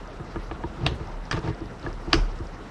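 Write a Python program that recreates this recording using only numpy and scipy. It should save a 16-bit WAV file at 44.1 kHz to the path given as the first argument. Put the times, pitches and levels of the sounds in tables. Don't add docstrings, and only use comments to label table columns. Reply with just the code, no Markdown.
import sys
import numpy as np
from scipy import signal
from scipy.io import wavfile

SR = 44100
rng = np.random.default_rng(int(sys.argv[2]) if len(sys.argv) > 2 else 0)


def gain_from_decibels(decibels):
    exponent = np.asarray(decibels, float) / 20
    return 10 ** exponent


def transcribe(u):
    v = np.clip(np.atleast_2d(u).T, -1, 1)
    q = np.round(v * 32767).astype(np.int16)
    wavfile.write(sys.argv[1], SR, q)


N = 119070


def rms_one(x):
    return x / np.sqrt(np.mean(x ** 2) + 1e-20)


def at_hz(points, hz):
    points_hz, values = np.transpose(points)
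    return np.interp(np.log(hz), np.log(points_hz), values)


def drift(rate_hz):
    pole = np.exp(-80 * np.pi * rate_hz / SR)
    white = rng.standard_normal(N // 40 + 2002)
    slow = signal.lfilter([1], [1, -2 * pole, pole ** 2], white)[2000:]
    return np.interp(np.arange(N) / 40, np.arange(len(slow)), rms_one(slow))


def ring(force, hz, t60):
    pole, turn = gain_from_decibels(-60 / (t60 * SR)), 2 * np.pi * hz / SR
    return signal.lfilter([0, np.sin(turn)], [1, -2 * pole * np.cos(turn), pole ** 2], force + 1e-18)


def body(force, modes):
    out = 0
    for k, (hz, db, t60) in enumerate(modes):
        out = out + (-1) ** k * gain_from_decibels(db) * ring(force, hz, t60)
    return out


def grains(per_s, spread_db, size):
    hit = rng.random(size) < per_s / SR
    strength = gain_from_decibels(spread_db * np.minimum(rng.exponential(1, size), 4))
    return hit * strength * rng.choice([-1, 1], size)


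def bands():
    edges = 45 * 2 ** np.arange(0, 8.6, 0.5)
    return [(np.sqrt(low * high), signal.butter(2, [low, high], "band", fs=SR, output="sos"))
            for low, high in zip(edges, edges[1:])]


# time in seconds, level in dB, pitch in Hz.
STAND_SWAY = [(0.0, -44, 39.9), (0.3, -47, 39), (0.41, -37.5, 38.8), (0.79, -44, 39), (0.91, -45, 37.3),
              (1.05, -39, 36.3), (1.22, -35, 36.6), (1.31, -46, 39.7), (1.38, -29, 38.95),
              (1.44, -66, 41.6), (1.49, -34, 43.4), (1.86, -51, 36.02), (1.89, -32, 35.63),
              (2.08, -36.5, 34.8), (2.22, -24, 36.3), (2.4, -41.5, 35.7), (2.47, -37.5, 34.9),
              (2.7, -50, 40.4)]


def sway():
    s, db, hz = np.transpose(STAND_SWAY)
    t = np.arange(N) / SR
    pitch = np.interp(t, s, hz) * (1 + 0.0356 * drift(14.6))
    level_db = np.interp(t, s, db) + 2.0 * drift(2.8)
    return np.sqrt(2) * gain_from_decibels(level_db) * np.sin(2 * np.pi * np.cumsum(pitch) / SR)


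# frequency in Hz, level in dB.
HISS_COLOUR = [(29, -30), (50, -3.5), (186, -9), (678, -15), (1240, -17.5), (2300, -30), (5800, -37),
               (8780, -54.5), (12400, -41.5), (16100, -102), (22000, -120)]


def air():
    level_db, patchy_db = -40, 2
    white = rng.standard_normal((2, N))
    out = 0
    for k, (hz, sos) in enumerate(bands()):
        gain = gain_from_decibels(at_hz(HISS_COLOUR, hz) + patchy_db * drift(16.3))
        out = out + gain * signal.sosfilt(sos, white[k % 2])
    return gain_from_decibels(level_db) * rms_one(out)


# time in seconds, peak level in dB, pitch in Hz.
SMALL_TICKS = [(0.075, -52, 5090), (1.073, -49.5, 5100), (1.2537, -48.5, 4780), (1.391, -45, 4750),
               (1.476, -44, 4540), (1.5472, -49, 4600), (1.6054, -50, 4740), (1.6574, -49, 4630),
               (1.796, -48.5, 4860), (1.8282, -44, 3840), (1.8751, -50, 4330), (1.929, -45.5, 4840),
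               (2.2917, -56, 4076), (2.317, -52, 4560), (2.389, -48, 4600), (2.4698, -47, 4900),
               (2.5482, -53.5, 5180)]


def ticks():
    gain_db, t60 = 14, 0.007
    out, click = np.zeros(N), np.eye(1, 1500)[0]
    for s, db, hz in SMALL_TICKS:
        i = int(s * SR)
        modes = [(0.96 * hz, -3, t60), (1.007 * hz, 0, t60), (1.16 * hz, -3, t60)]
        out[i:i + 1500] += 0.5 * gain_from_decibels(db + gain_db) * body(click, modes)
    return out


# frequency in Hz, level in dB, decay t60 in seconds.
THUD_MODES = [(64.4, -3.5, 0.26), (87, -5, 0.16), (116.7, 1, 0.14), (159.4, -2.5, 0.117)]
PANEL_MODES = [(227, -4.5, 0.049), (258, -5.5, 0.064), (326.5, 3, 0.085), (356, -3, 0.096),
               (427, -2, 0.085), (471, 3.5, 0.0084)]
EDGE_MODES = [(580, 1.5, 0.02), (710, 8.5, 0.011), (950, -2, 0.044)]
PLATE_MODES = [(1206, 0.44, 0.032), (1700, -1.8, 0.03)]
BRIGHT_MODES = [(2230, -3, 0.017), (2870, -5, 0.012), (3340, -8, 0.011), (4250, -10, 0.01)]
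# time in seconds, then thud, panel, edge, plate and bright levels in dB.
SOFT_KNOCKS = [(0.199, -32, -33, -46, -43, -62), (0.359, -31.5, -25, -33.5, -33.5, -44.5),
               (.512, -32.5, -29, -32.5, -33, -39.5), (.637, -29.5, -24, -31, -36, -45.5),
               (1, -30, -33, -53, -46, -62), (1.61, -34, -27.5, -48, -51, -62),
               (1.841, -33, -34.5, -56, -44, -57), (1.8635, -32.5, -26, -33, -31, -47),
               (2.073, -29.5, -27, -44, -49, -52), (2.397, -30.5, -31.5, -56, -56, -60),
               (1.475, -33, -30, -35.5, -37, -54), (2.1325, -45, -30, -26, -45, -52)]
# time in seconds, thud level in dB, panel level in dB.
MOTOR_JOLTS = [(.826, -39, -31.5), (0.865, -50, -23.5), (0.909, -32, -30.5), (1.329, -26, -25),
               (1.337, -37, -26.5), (1.367, -34, -40), (1.383, -43, -36), (1.438, -38, -29),
               (1.646, -41, -36.5), (1.473, -30.5, -26.5), (1.495, -32.5, -26.5), (2.134, -41, -14.5),
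               (2.149, -27, -28), (2.172, -26, -25)]


def knocks():
    size, rattle_size = 12000, 2000
    strike_spread_db, rattle_fade_s, push_cycles = 2.0, 0.005, 0.5
    # modes, gain in dB, share of rattle
    groups = [(THUD_MODES, 4.5, 0.3), (PANEL_MODES, 1.5, 0.3), (EDGE_MODES, 6, 0.3),
              (PLATE_MODES, 6, 0.25), (BRIGHT_MODES, 6, 0.3)]
    fade = np.exp(-np.arange(rattle_size) / SR / rattle_fade_s)
    out = np.zeros(N)
    for s, *levels in SOFT_KNOCKS + MOTOR_JOLTS:
        i = int(s * SR)
        for (modes, gain_db, rattle), db in zip(groups, levels):
            force = np.zeros(size)
            force[:rattle_size] = grains(1500, 0.61, rattle_size) * rattle * fade
            force[0] = 1
            push = np.hanning(3 + int(push_cycles * SR / modes[-1][0]))
            force = np.convolve(force, push)[:size]
            struck = [(hz, d + strike_spread_db * rng.standard_normal(), t60) for hz, d, t60 in modes]
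            tone = body(force, struck)
            out[i:i + size] += (gain_from_decibels(db + gain_db) * tone / np.abs(tone).max())[:N - i]
    return out


# start in seconds, length in seconds, then thud, panel and scrape levels in dB.
MOTOR_SLIDES = [
    (0.746, 0.22, -27, -35, -46),
    (1.001, 0.13, -39, -56, -50),
    (1.328, 0.081, -28, -35, -40),
    (1.418, 0.062, -34.5, -37, -43),
    (1.452, 0.063, -30, -34, -40.5),
    (1.79, 0.13, -63, -40.5, -48.5),
    (2.071, 0.17, -33.5, -42.5, -41),
]


def slides():
    rub_db, scrape_top_hz = 2.5, 5340
    t, slips = np.arange(N) / SR, grains(2200, 5, N)
    strokes = np.zeros((3, N))
    for s, length, *db in MOTOR_SLIDES:
        swell = np.sin(np.pi * np.clip((t - s) / length, 0, 1)) ** 1.6
        strokes += gain_from_decibels(db)[:, None] * swell
    strokes = strokes * gain_from_decibels(1.7 * drift(47))

    def shaken(stroke, modes):
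        return body(stroke * slips, modes) / np.std(body(slips, modes))

    low = shaken(strokes[0], THUD_MODES) + shaken(strokes[1], PANEL_MODES)
    low = low + gain_from_decibels(rub_db) * shaken(strokes[2], EDGE_MODES + PLATE_MODES[:1])
    hiss = signal.lfilter([1], [1, -0.93], rms_one(slips) + 1.8 * rng.standard_normal(N))
    hiss = signal.sosfilt(signal.butter(2, 500, "high", fs=SR, output="sos"), hiss)
    hiss = signal.sosfilt(signal.butter(4, scrape_top_hz, fs=SR, output="sos"), hiss)
    return low + strokes[2] * rms_one(hiss)


# time in seconds, peak level in dB, contact length in seconds,
# lead-in level in dB, delay of each resonance in cycles.
CATCH_SNAPS = [
    (0.864, -8, 0.0029, -8, 2.54),
    (1.3118, -12, 0.003, -16, 2.2),
    (1.3273, -16, 0.0028, -27, 3.18),
    (2.1305, -1.5, 0.0026, -11, 2.2),
    (0.87, -20, 0.003, -26, 0.64),
    (1.322, -24.5, 0.0017, -30, 0.64),
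    (2.141, -15, .002, -30, .6),
    (2.148, -22.5, 0.0027, -32, 0.8),
]
# frequency in Hz, width in Hz, level in dB.
FIRST_CATCH = [(715, 200, 0.5), (1165, 190, 0), (1570, 130, -13), (1910, 780, -6), (2680, 500, 0),
               (3617, 590, -1.5), (4750, 300, -14), (5830, 440, -19), (8300, 370, -21.5),
               (10100, 790, -32.5)]
SECOND_CATCH = [(1170, 230, -2), (1703, 120, 5.5), (2380, 240, -10.5), (3190, 230, -5.5), (4840, 310, -5.5),
                (5570, 320, -8.5), (5920, 340, -19.5), (7800, 650, -26), (9700, 900, -33.5)]
REBOUND_CATCH = [(1157, 400, 2.5), (1580, 280, 0), (2420, 550, -2.5), (3750, 350, -6.5), (4310, 440, -9),
                 (4750, 300, -9), (5560, 400, -13), (7900, 600, -27)]
LOCK_CATCH = [(710, 430, -5.5), (1135, 510, 2.5), (1504, 370, -8.5), (1684, 280, 6), (2095, 350, -2),
              (2880, 400, 6.5), (3320, 890, -6.5), (4600, 440, -6.5), (4860, 420, 4), (5530, 450, -16),
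              (7400, 770, -44), (9130, 800, -22.5), (10600, 710, -36)]


def snaps(spread, chatter):
    size, lead_s = 4000, 0.004
    t = np.arange(size) / SR - lead_s
    top = np.vstack([signal.butter(4, hz, fs=SR, output="sos") for hz in (9500, 11000)])
    catches = [FIRST_CATCH, SECOND_CATCH, REBOUND_CATCH, LOCK_CATCH,
               FIRST_CATCH, SECOND_CATCH, LOCK_CATCH, LOCK_CATCH]
    out = np.zeros(N)
    for (s, db, length, lead_db, lag), peaks in zip(CATCH_SNAPS, catches):
        lead_in = gain_from_decibels(lead_db) * np.clip(1 + t / lead_s, 0, 1)
        shape = np.where(t < 0, lead_in, np.exp(-(t / length) ** 2))
        tone = 0
        for hz, width, mode_db in peaks:
            force = chatter * shape * grains(6200, 1.0, size)
            force[np.searchsorted(t, lag / hz)] += 1
            sound = ring(force, hz, 3.18 / (spread * width))
            sound = signal.sosfilt(signal.butter(2, 1.3 * hz, fs=SR, output="sos"), sound)
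            tone = tone + gain_from_decibels(mode_db) * np.sqrt(width) * rms_one(sound)
        tone = signal.sosfilt(top, tone)
        i = int((s - lead_s) * SR)
        out[i:i + size] += gain_from_decibels(db) * tone / np.abs(tone).max()
    return out


# frequency in Hz, decay t60 in seconds.
SHOP_DECAY = [(500, 0.42), (2000, 0.34), (5000, 0.28), (10000, 0.4)]


def shop(x):
    level_db, early_db, early_s = -5, 24, 0.0091
    t = np.arange(SR // 2) / SR
    white = rng.standard_normal((2, len(t)))
    tail = 0
    for k, (hz, sos) in enumerate(bands()):
        tail = tail + signal.sosfilt(sos, white[k % 2]) * gain_from_decibels(-60 * t / at_hz(SHOP_DECAY, hz))
    tail = tail * np.clip(t / 0.012, 0, 1) * gain_from_decibels(early_db * np.exp(-t / early_s))
    return gain_from_decibels(level_db) * signal.fftconvolve(x, tail / np.sqrt(np.sum(tail ** 2)))[:N]


def scene():
    direct = snaps(spread=0.8, chatter=0.36)
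    reflected = shop(snaps(spread=6.9, chatter=0.12))
    return (sway() + air() + ticks() + knocks() + slides() + direct + reflected)[None]


# frequency in Hz, share of patches lost.
TREBLE_LOSS = [(7000, 0), (9000, .14), (11000, .3), (12500, .4)]


def flicker(x):
    kept_db = 8
    hz, t, z = signal.stft(x, SR, nperseg=1024)
    chance = np.kron(rng.random((len(hz) // 4 + 1, len(t) // 3 + 1)), np.ones((4, 3)))
    chance = chance[:len(hz), :len(t)]
    size = np.abs(z[0])
    faint = size < gain_from_decibels(kept_db) * np.median(size, axis=1, keepdims=True)
    lost = faint & (chance < at_hz(TREBLE_LOSS, hz + 1)[:, None])
    return signal.istft(z * ~lost, SR, nperseg=1024)[1][:, :N]


# hit time in seconds, top just before in Hz,
# top at the hit in Hz, recovery in seconds.
DULLED_HITS = [
    (.359, 9500, 12600, .02),
    (.525, 7000, 12600, .02),
    (.652, 7000, 12600, .02),
    (.864, 6500, 11000, .09),
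    (1.312, 7000, 10700, .55),
    (2.139, 9000, 10000, .002),
    (2.156, 11300, 11400, .1),
]


def starve(x):
    warning_s, full_hz, waver_hz = 0.016, 12700, 150
    hz, t, z = signal.stft(x, SR, nperseg=256)
    top = full_hz - waver_hz * np.abs(np.interp(t * SR, np.arange(N), drift(15)))
    for s, before_hz, after_hz, recovery in DULLED_HITS:
        edge = np.interp(t, [s - warning_s, s, s + recovery], [before_hz, after_hz, full_hz])
        top = np.where(t >= s - warning_s, np.minimum(top, edge), top)
    return signal.istft(z * (hz[:, None] < top), SR, nperseg=256)[1][:, :N]


def top_cut(x):
    return signal.sosfilt(signal.butter(12, 12700, fs=SR, output="sos"), x)


def record(dry):
    cut = signal.sosfilt(signal.cheby2(12, 70, 13500, fs=SR, output="sos"), dry)
    mix = starve(flicker(cut))
    return top_cut(mix)


dry = scene()
out = record(dry)
transcribe(out)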